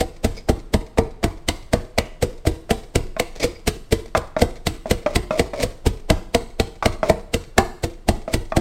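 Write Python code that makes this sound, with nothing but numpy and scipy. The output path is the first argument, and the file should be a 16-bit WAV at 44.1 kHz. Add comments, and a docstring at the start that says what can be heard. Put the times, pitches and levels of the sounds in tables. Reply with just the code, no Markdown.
"""A wooden pestle pounds garlic and salt in a wooden mortar, close by, four blows a second.
On the way down the pestle often knocks the wall and scrapes along it. The garlic fractures under
rising pressure until the pestle bottoms out with a crack, which excites the modes of the bowl and
thumps the counter. As it lifts, the wet paste crackles and now and then squeaks by stick-slip
friction, while the echoes of a small kitchen decay into the low rumble of the house."""
import sys
import numpy as np
from scipy import signal
from scipy.fft import rfft, irfft
from scipy.io import wavfile

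SR = 44100
rng = np.random.default_rng(int(sys.argv[2]) if len(sys.argv) > 2 else 0)


def int16_out(signal):
    """Quantize to a 16-bit WAV file."""
    q = np.round(np.clip(np.atleast_2d(signal).T, -1, 1) * 32767)
    wavfile.write(sys.argv[1], SR, q.astype(np.int16))


N = 379409
RING_S = np.arange(SR // 2) / SR  # time since a contact
AROUND_S = np.arange(-(SR // 10), SR // 10) / SR  # time before and after a contact


def undb(db):
    """Decibels as an amplitude ratio."""
    return 10 ** (np.asarray(db) / 20)


def level(x, db):
    """Equal energy: scale a short sound to the energy of 50 ms at this level."""
    return x * undb(db) / np.sqrt(np.sum(x ** 2) / (SR / 20) + 1e-18)


def add(track, start_s, x):
    """Superposition: mix x into the track from start_s."""
    i = int(round(start_s * SR))
    a, b = max(i, 0), min(i + len(x), N)
    if b > a:
        track[a:b] += x[a - i:b - i]


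def colour(x, points, size=2048):
    """Minimum-phase filtering through (frequency_hz, gain_db) points."""
    hz, db = np.transpose(points)
    bins_hz = np.arange(size // 2 + 1) * SR / size
    gain = undb(np.interp(np.log(bins_hz + 1), np.log(hz), db))
    cepstrum = irfft(np.log(gain))
    cepstrum[1:size // 2] *= 2
    cepstrum[size // 2 + 1:] = 0
    return signal.fftconvolve(x, irfft(np.exp(rfft(cepstrum))))[:len(x)]


def ring(modes, detune, scatter_db, build_s, wave=np.sin):
    """Damped modes build up and decay, a little different in pitch and strength at each touch."""
    tone = np.zeros(len(RING_S))
    for hz, db, t60_s in modes:
        pitch_hz = hz * (1 + detune * rng.standard_normal())
        gain = undb(db + scatter_db * rng.standard_normal())
        tone += gain * wave(2 * np.pi * pitch_hz * RING_S) * 1000 ** (-RING_S / t60_s)
    return tone * (1 - np.exp(-RING_S / build_s))


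def push(x, contact_s):
    """Finite contact time: a force that rises quickly and eases off low-passes the blow."""
    t = RING_S[:SR // 50]
    return signal.fftconvolve(x, t * np.exp(-t / contact_s))[:len(x)]


def grains(size, per_s, spread_db, hiss, burst_db=2.0, burst_s=0.0029):
    """Shot noise: uneven tiny fractures over a hiss, in bursts as layer after layer gives way."""
    strengths = undb(spread_db * np.minimum(rng.exponential(size=size), 4)) * rng.standard_normal(size)
    clicks = strengths * (rng.random(size) < per_s / SR)
    bursts = np.interp(np.arange(size) / SR / burst_s, np.arange(size), rng.standard_normal(size))
    return (clicks / np.std(clicks) + hiss * rng.standard_normal(size)) * undb(burst_db * bursts)


# background spectrum of the house: frequency_hz, gain_db
HOUSE_SPECTRUM = [(12, -8.5), (22, 16), (40, 0), (100, -8), (200, -18), (480, -22.5), (900, -28.5),
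                  (1500, -33), (4500, -43.5), (8500, -54.5), (11000, -57), (16000, -61)]


def room_tone():
    """Stationary noise: the low rumble and faint hiss of the house."""
    noise = colour(rng.standard_normal(N), HOUSE_SPECTRUM, size=8192)
    return noise / np.std(noise) * undb(-37.5)


def reflections():
    """Impulse response: early echoes off counter and near wall, a far-wall cluster, a diffuse tail."""
    t = np.arange(SR) / SR
    near, low, high, far = rng.standard_normal((4, SR))
    near *= np.exp(-t / 0.018) * (t > 0.004)
    far *= np.exp(-((t - 0.074) / 0.017) ** 2)
    low = signal.lfilter(*signal.butter(2, 3000, "low", fs=SR), low)
    high = signal.lfilter(*signal.butter(2, 3000, "high", fs=SR), high)
    low_t60_s, high_t60_s = 0.55, 0.61
    tail = (low * 1000 ** (-t / low_t60_s) + high * 1000 ** (-t / high_t60_s)) * np.minimum(t * 50, 1)
    return sum(undb(db) * x / np.linalg.norm(x) for x, db in ((near, -10), (tail, -14.5), (far, -24)))


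# frequency response of the kitchen's echoes: frequency_hz, gain_db
KITCHEN_RESPONSE = [(40, -43), (150, 1), (250, -3), (350, 6), (500, -0.5), (680, -3), (1000, 6.5),
                    (2000, -3), (4000, -2.5), (9000, -3.5), (16000, -5)]


def kitchen(x):
    """Time-varying reverberation: the arm moves over the bowl, so each stroke has its own echoes."""
    out = np.zeros(N)
    landings_s = np.array(LANDINGS)[:, 0]
    edges = np.r_[0, (landings_s[1:] + landings_s[:-1]) / 2 * SR, N].astype(int)
    for a, b in zip(edges, edges[1:]):
        add(out, a / SR, signal.fftconvolve(x[a:b], reflections()))
    return colour(out, KITCHEN_RESPONSE)


# wet garlic slipping under the pestle: peak_s, level_db, half_width_s
SLIPS = [(.376, -43, .013), (3.431, -31, .012), (3.56, -51, .008)]
# resonances of the squeak: pitch_hz, gain_db, t60_s
SQUEAK_MODES = [(2240, -3.5, 0.028), (4890, -3, 0.032)]


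def squeaks():
    """Stick-slip friction: short swells of slipping drive two narrow resonances."""
    out = np.zeros(N)
    t = AROUND_S
    for peak_s, level_db, half_width_s in SLIPS:
        slips = grains(len(t), per_s=3000, spread_db=1.2, hiss=0.3) * np.exp(-(t / half_width_s) ** 2)
        resonance = ring(SQUEAK_MODES, detune=0.008, scatter_db=1.5, build_s=0.00038)
        add(out, peak_s + t[0], level(signal.fftconvolve(slips, resonance), level_db))
    return out


# sticky smacks of the paste as the pestle pulls free: start_s, level_db, decay_s
SMACKS = [(0.365, -42, 0.017), (2.785, -55, .008), (3.352, -40.5, 0.023), (3.396, -29, 0.041),
          (3.426, -25.5, 0.009), (4.058, -47, 0.0027), (4.386, -34, 0.018), (4.556, -48, 0.0092),
          (5.596, -29.5, 0.022), (6.92, -43.5, .012)]
# spectrum of the sticky paste: frequency_hz, gain_db
PASTE_SPECTRUM = [(200, 8.5), (450, 10.5), (620, 10), (900, -2.5), (1600, -7), (2250, 4.5), (2900, -9),
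                  (3600, -3), (4500, -2), (5050, -5), (5600, -4), (8500, -12), (10500, -22), (16000, -29)]


def paste():
    """Adhesion: the paste smacks as the pestle pulls free of it, and crackles faintly each time it lifts."""
    out = np.zeros(N)
    for start_s, level_db, decay_s in SMACKS:
        envelope = np.exp(-RING_S / decay_s) * (1 - np.exp(-RING_S / 0.0044))
        smack = grains(len(RING_S), per_s=1500, spread_db=1.3, hiss=1) * envelope
        add(out, start_s, level(colour(smack, PASTE_SPECTRUM), level_db))
    t = RING_S[:SR // 10]
    for landing_s, *_ in LANDINGS:
        for lift_s in rng.uniform(0.03, 0.16, size=2):
            crackle = grains(len(t), per_s=2800, spread_db=3.9, hiss=0.45) * t * np.exp(-t / 0.0036)
            add(out, landing_s + lift_s, level(colour(crackle, PASTE_SPECTRUM), rng.normal(-54.5, 1.9)))
    return out


# spectrum of wood striking wood: frequency_hz, gain_db
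CLACK_SPECTRUM = [(400, -19), (750, 6), (1000, 1.5), (1400, -4), (1900, -1.5), (3000, -22), (5500, -21.5),
                  (9000, -41), (16000, -41)]


def clack(decay_s):
    """Modal overlap: crowded, heavily damped wood modes merge into a burst of noise."""
    return colour(rng.standard_normal(len(RING_S)) * np.exp(-RING_S / decay_s), CLACK_SPECTRUM)


# knocks on the mortar's wall: start_s, level_db, upper_relative_db, scrape_db
KNOCKS = [(.235, -49, -16, -50), (.4865, -29.5, -10.5, -39), (.974, -45, 7.5, -22.5),
          (1.2295, -34, -9, -16.5), (1.977, -30, -15, -18), (2.452, -39, -9, -31),
          (2.6934, -37.5, -6, -26.5), (3.1654, -33.5, -5, -52), (3.91, -53, -19, -27),
          (4.1498, -20.5, -1, -22), (4.3653, -22.5, -8.5, -37), (4.857, -30, -15, -35.5),
          (5.0616, -21, -8.5, -32), (5.3075, -22.5, -7.5, -27), (5.534, -31.5, -8, -27.5),
          (6.8254, -37, 12, -24.5), (7.03, -22.5, -5, -26.5), (8.278, -29.5, -12, -35),
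          (8.5206, -30, 0, -52)]
# low and upper modes of the wall, struck with the pestle high: pitch_hz, gain_db, t60_s
WALL_LOW_MODE = [(769, -13.5, 0.04)]
WALL_UPPER_MODES = [(937, -1.5, 0.025), (1151, 11.5, 0.018), (1360, 2, 0.029), (1960, -25, 0.01),
                    (2105, -6.5, 0.042), (2440, -3, 0.031), (3540, -8, 0.034), (4700, -11, .012)]
# spectrum of the pestle sliding on the wall: frequency_hz, gain_db
SCRAPE_SPECTRUM = [(250, -3), (480, 1.5), (625, 13), (800, -14), (1150, -17), (1600, -21), (2250, -8.5),
                   (2800, -19.5), (5200, -19), (9000, -27), (10500, -37), (16000, -39)]


def wall():
    """Impact, then sliding friction: the pestle knocks the wall and scrapes down with growing force."""
    out = np.zeros(N)
    landings_s = np.array(LANDINGS)[:, 0]
    for start_s, level_db, upper_relative_db, scrape_db in KNOCKS:
        slide_s = landings_s[landings_s > start_s][0] - start_s
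        air_hz = 679 - 680 * slide_s  # a knock higher up gives a longer slide and a lower note
        low = ring([(air_hz, -1.5, 0.047), *WALL_LOW_MODE], detune=0.012, scatter_db=2, build_s=0.0008)
        upper = ring(WALL_UPPER_MODES, detune=0.047, scatter_db=1.5, build_s=0.00072)
        upper = level(upper, 0) + level(clack(decay_s=0.0053), 1.1)
        base = ring(BASE_MODES, detune=0.057, scatter_db=2.3, build_s=0.0022)
        knock = level(low, 0) + level(upper, upper_relative_db) + level(base, -9)
        t = RING_S - slide_s  # zero at the landing, which damps the wall
        add(out, start_s, knock * np.exp(-np.maximum(t, 0) / 0.0048) * undb(level_db))
        scrape = colour(grains(len(t), per_s=3000, spread_db=1.5, hiss=0.41), SCRAPE_SPECTRUM)
        force = swell(t, rise_s=0.33, fall_s=0.0029)
        add(out, start_s, scrape / np.std(scrape) * force * undb(scrape_db))
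    return out


def swell(t, rise_s, fall_s):
    """Exponential growth up to t = 0 and exponential decay after it."""
    return np.exp(np.where(t < 0, t / rise_s, -t / fall_s))


def slide_before(landing_s):
    """Duration of sliding contact with the wall before a landing; zero for a clean stroke."""
    return max((landing_s - s for s, *_ in KNOCKS if 0 < landing_s - s < 0.15), default=0)


# spectra of the crunch, the bowl's dull groan and the final crack: frequency_hz, gain_db
CRUNCH_SPECTRUM = [(300, 9), (900, -9.5), (1600, -4), (2100, -3.5), (3000, -3), (4600, -4), (6600, -8.5),
                   (8600, -4.5), (10200, -17), (12500, -13.5), (16000, -24)]
GROAN_SPECTRUM = [(40, -12.5), (120, 2), (250, -2.5), (420, 0), (650, 2.5), (850, -5.5), (1300, -22.5),
                  (3000, -21.5), (16000, -40)]
CRACK_SPECTRUM = [(500, 2.5), (1400, -7.5), (2050, -22.5), (2700, 3.5), (3400, -1.5), (4400, 0), (5400, -6),
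                  (6600, -7.5), (8400, -5), (10000, -16.5), (12000, -16), (16000, -24)]


def garlic():
    """Fracture under load: cloves and salt crunch, shake the bowl and crack as the pestle lands."""
    out = np.zeros(N)
    t = AROUND_S
    for landing_s, weight_db, wood_db, crack_db, crunch_db, *_ in LANDINGS:
        start_s = landing_s + t[0]
        squeeze_s = 0.0042 + 0.025 * slide_before(landing_s)  # sliding slows the pestle
        pressure = swell(t, rise_s=squeeze_s, fall_s=0.0069)
        crunch = pressure * grains(len(t), per_s=6000, spread_db=1.94, hiss=0.55)
        add(out, start_s, level(colour(crunch, CRUNCH_SPECTRUM), crunch_db))
        groan = swell(t, rise_s=0.0055, fall_s=0.0026) * rng.standard_normal(len(t))
        add(out, start_s, level(colour(groan, GROAN_SPECTRUM), weight_db - 14))
        db_per_octave = 0.2 * (wood_db - USUAL_WOOD_DB)  # bare wood brightens the crack
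        tilted = [(hz, db + db_per_octave * np.log2(hz / 3000)) for hz, db in CRACK_SPECTRUM]
        snap = swell(t, rise_s=0.0012, fall_s=0.0029)
        crack = snap * grains(len(t), per_s=14000, spread_db=1.3, hiss=1)
        add(out, start_s, level(colour(crack, tilted), crack_db))
    return out


# modes of the counter, the base rocking on it, the bowl with the pestle down in it,
# and the bending pestle: pitch_hz, gain_db, t60_s
COUNTER_MODES = [(20.84, -8.5, 0.38), (35.6, -16.5, 0.4), (41.5, -4, 0.37), (60, 0.5, 0.15),
                 (70.7, 2.5, 0.14), (83.6, -0.5, 0.22), (114.5, -3, 0.19)]
BASE_MODES = [(182, -0.5, 0.023), (223, 0.5, 0.059), (254.2, 8, 0.037), (316.8, 1.5, 0.054),
              (349, -9.5, 0.11)]
BOWL_MODES = [(664.7, 17, 0.031), (767, -4.5, 0.072)]
PESTLE_MODES = [(2004, -1.5, 0.028), (2166, 10, 0.009), (2230, -10, 0.004)]
# the pestle bottoms out: landing_s, weight_db, wood_db, crack_db, crunch_db, air_db, air_hz
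LANDINGS = [(.0095, -22, -25, -39, -28, -23.5, 480), (0.2472, -16.5, -29.5, -42, -27, -28, 457),
            (0.4942, -15, -27.5, -39, -29, -24.5, 450), (0.742, -15.5, -24.5, -33.5, -30, -24.5, 453),
            (0.9857, -16, -24, -37, -34, -19, 454), (1.242, -17, -27, -39, -29.5, -30.5, 464),
            (1.4877, -22.5, -28.5, -24, -29.5, -31.5, 480), (1.735, -17.5, -21, -32, -30.5, -21, 490),
            (1.9862, -23, -34, -24, -35, -26.5, 476), (2.2275, -19.5, -33, -41, -26.5, -20.5, 483),
            (2.471, -15.5, -29.5, -44, -26, -26, 476), (2.709, -20.5, -25.5, -36.5, -24.5, -22.5, 457),
            (2.9581, -16.5, -30, -31, -27.5, -25.5, 457), (3.1991, -31, -26, -26.5, -31, -24, 489),
            (3.441, -23, -43, -39, -27, -22, 483), (3.6775, -20, -31.5, -31.5, -23, -28, 438),
            (3.926, -19, -31.5, -34, -24.5, -20, 454), (4.1748, -24, -38, -48, -30.5, -29, 476),
            (4.4201, -15, -21.5, -31.5, -27, -19, 486), (4.6698, -21.5, -28.5, -30.5, -25, -30.5, 453),
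            (4.9119, -18.5, -28.5, -32.5, -25, -20.5, 480), (5.16, -17, -28.5, -27.5, -27, -32, 433),
            (5.3961, -19.5, -25, -29, -28.5, -22, 466), (5.6325, -21, -28.5, -43, -26.5, -24, 494),
            (5.8667, -13.5, -40.5, -39.5, -28, -24.5, 426), (6.1025, -14, -21, -26, -35, -25.5, 488),
            (6.3477, -20.5, -21, -26, -31.5, -21.5, 474), (6.6, -19.5, -27.5, -26, -37.5, -24, 456),
            (6.859, -16.5, -22.5, -26.5, -37, -27, 457), (7.0982, -20, -15, -33.5, -31, -21, 463),
            (7.342, -20.5, -35, -29.5, -26, -24.5, 468), (7.582, -16.5, -16, -23.5, -47.5, -21.5, 430),
            (7.8395, -21.5, -33, -36.5, -30.5, -29, 485), (8.0887, -15, -22.5, -30.5, -29, -31, 440),
            (8.3403, -16.5, -33, -32, -27, -30, 460), (8.5695, -14, -25.5, -35.5, -28.5, -28, 540)]
USUAL_WEIGHT_DB, USUAL_WOOD_DB, USUAL_CRACK_DB, USUAL_CRUNCH_DB = -18, -27, -33, -30


def mortar():
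    """Impact excitation: each landing rings counter, base, enclosed air, bowl and pestle."""
    out = np.zeros(N)
    for landing_s, weight_db, wood_db, crack_db, crunch_db, air_db, air_hz in LANDINGS:
        counter = ring(COUNTER_MODES, detune=0.03, scatter_db=1, build_s=0.0004, wave=np.cos)
        add(out, landing_s - 0.0004, -level(push(counter, contact_s=0.00056), weight_db))
        # heavy blows and bare wood strengthen the rocking and the clack
        heavy_db, bare_db = weight_db - USUAL_WEIGHT_DB, wood_db - USUAL_WOOD_DB
        base_db = -21 + 0.86 * heavy_db + 0.25 * bare_db
        base = ring(BASE_MODES, detune=0.057, scatter_db=2.5, build_s=0.0049, wave=np.cos)
        add(out, landing_s - 0.0012, -level(push(base, contact_s=0.001), base_db))
        air = ring([(air_hz, 0, 0.05)], detune=0.0041, scatter_db=0, build_s=0.0028)
        bowl = ring(BOWL_MODES, detune=0.031, scatter_db=6.5, build_s=0.0078)
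        add(out, landing_s - 0.001, level(air, air_db) + level(bowl, wood_db))
        cushion_db = 0.53 * (crunch_db - USUAL_CRUNCH_DB)  # crunching garlic softens the contact
        clack_db = -36 + 0.7 * heavy_db + 0.71 * bare_db - cushion_db
        add(out, landing_s - 0.002, level(clack(decay_s=0.0072), clack_db))
        glance_db = 3.5 * (slide_before(landing_s) > 0)  # glancing off the wall bends the pestle
        pestle_db = -36 + 0.69 * (crack_db - USUAL_CRACK_DB) + glance_db
        pestle = ring(PESTLE_MODES, detune=0.021, scatter_db=3, build_s=0.0013)
        add(out, landing_s - 0.002, level(pestle, pestle_db))
    return out


def scene():
    """Direct sound, reverberation and background noise add, the same in both ears."""
    wood_and_paste = mortar() + wall() + paste() + squeaks()
    # the crunch radiates different fine detail in each direction, and each finds its own echoes
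    room = kitchen(wood_and_paste + garlic() / np.sqrt(2)) + kitchen(garlic() / np.sqrt(2))
    return np.tile(wood_and_paste + garlic() + room + room_tone(), (2, 1))


def record(dry):
    """Soft saturation rounds the hardest peaks, and a steep low-pass cuts the top."""
    rounded = dry / (1 + dry ** 6) ** (1 / 6)
    return signal.sosfilt(signal.ellip(10, 0.2, 80, 15900, fs=SR, output="sos"), rounded)


dry = scene()
out = record(dry)
int16_out(out)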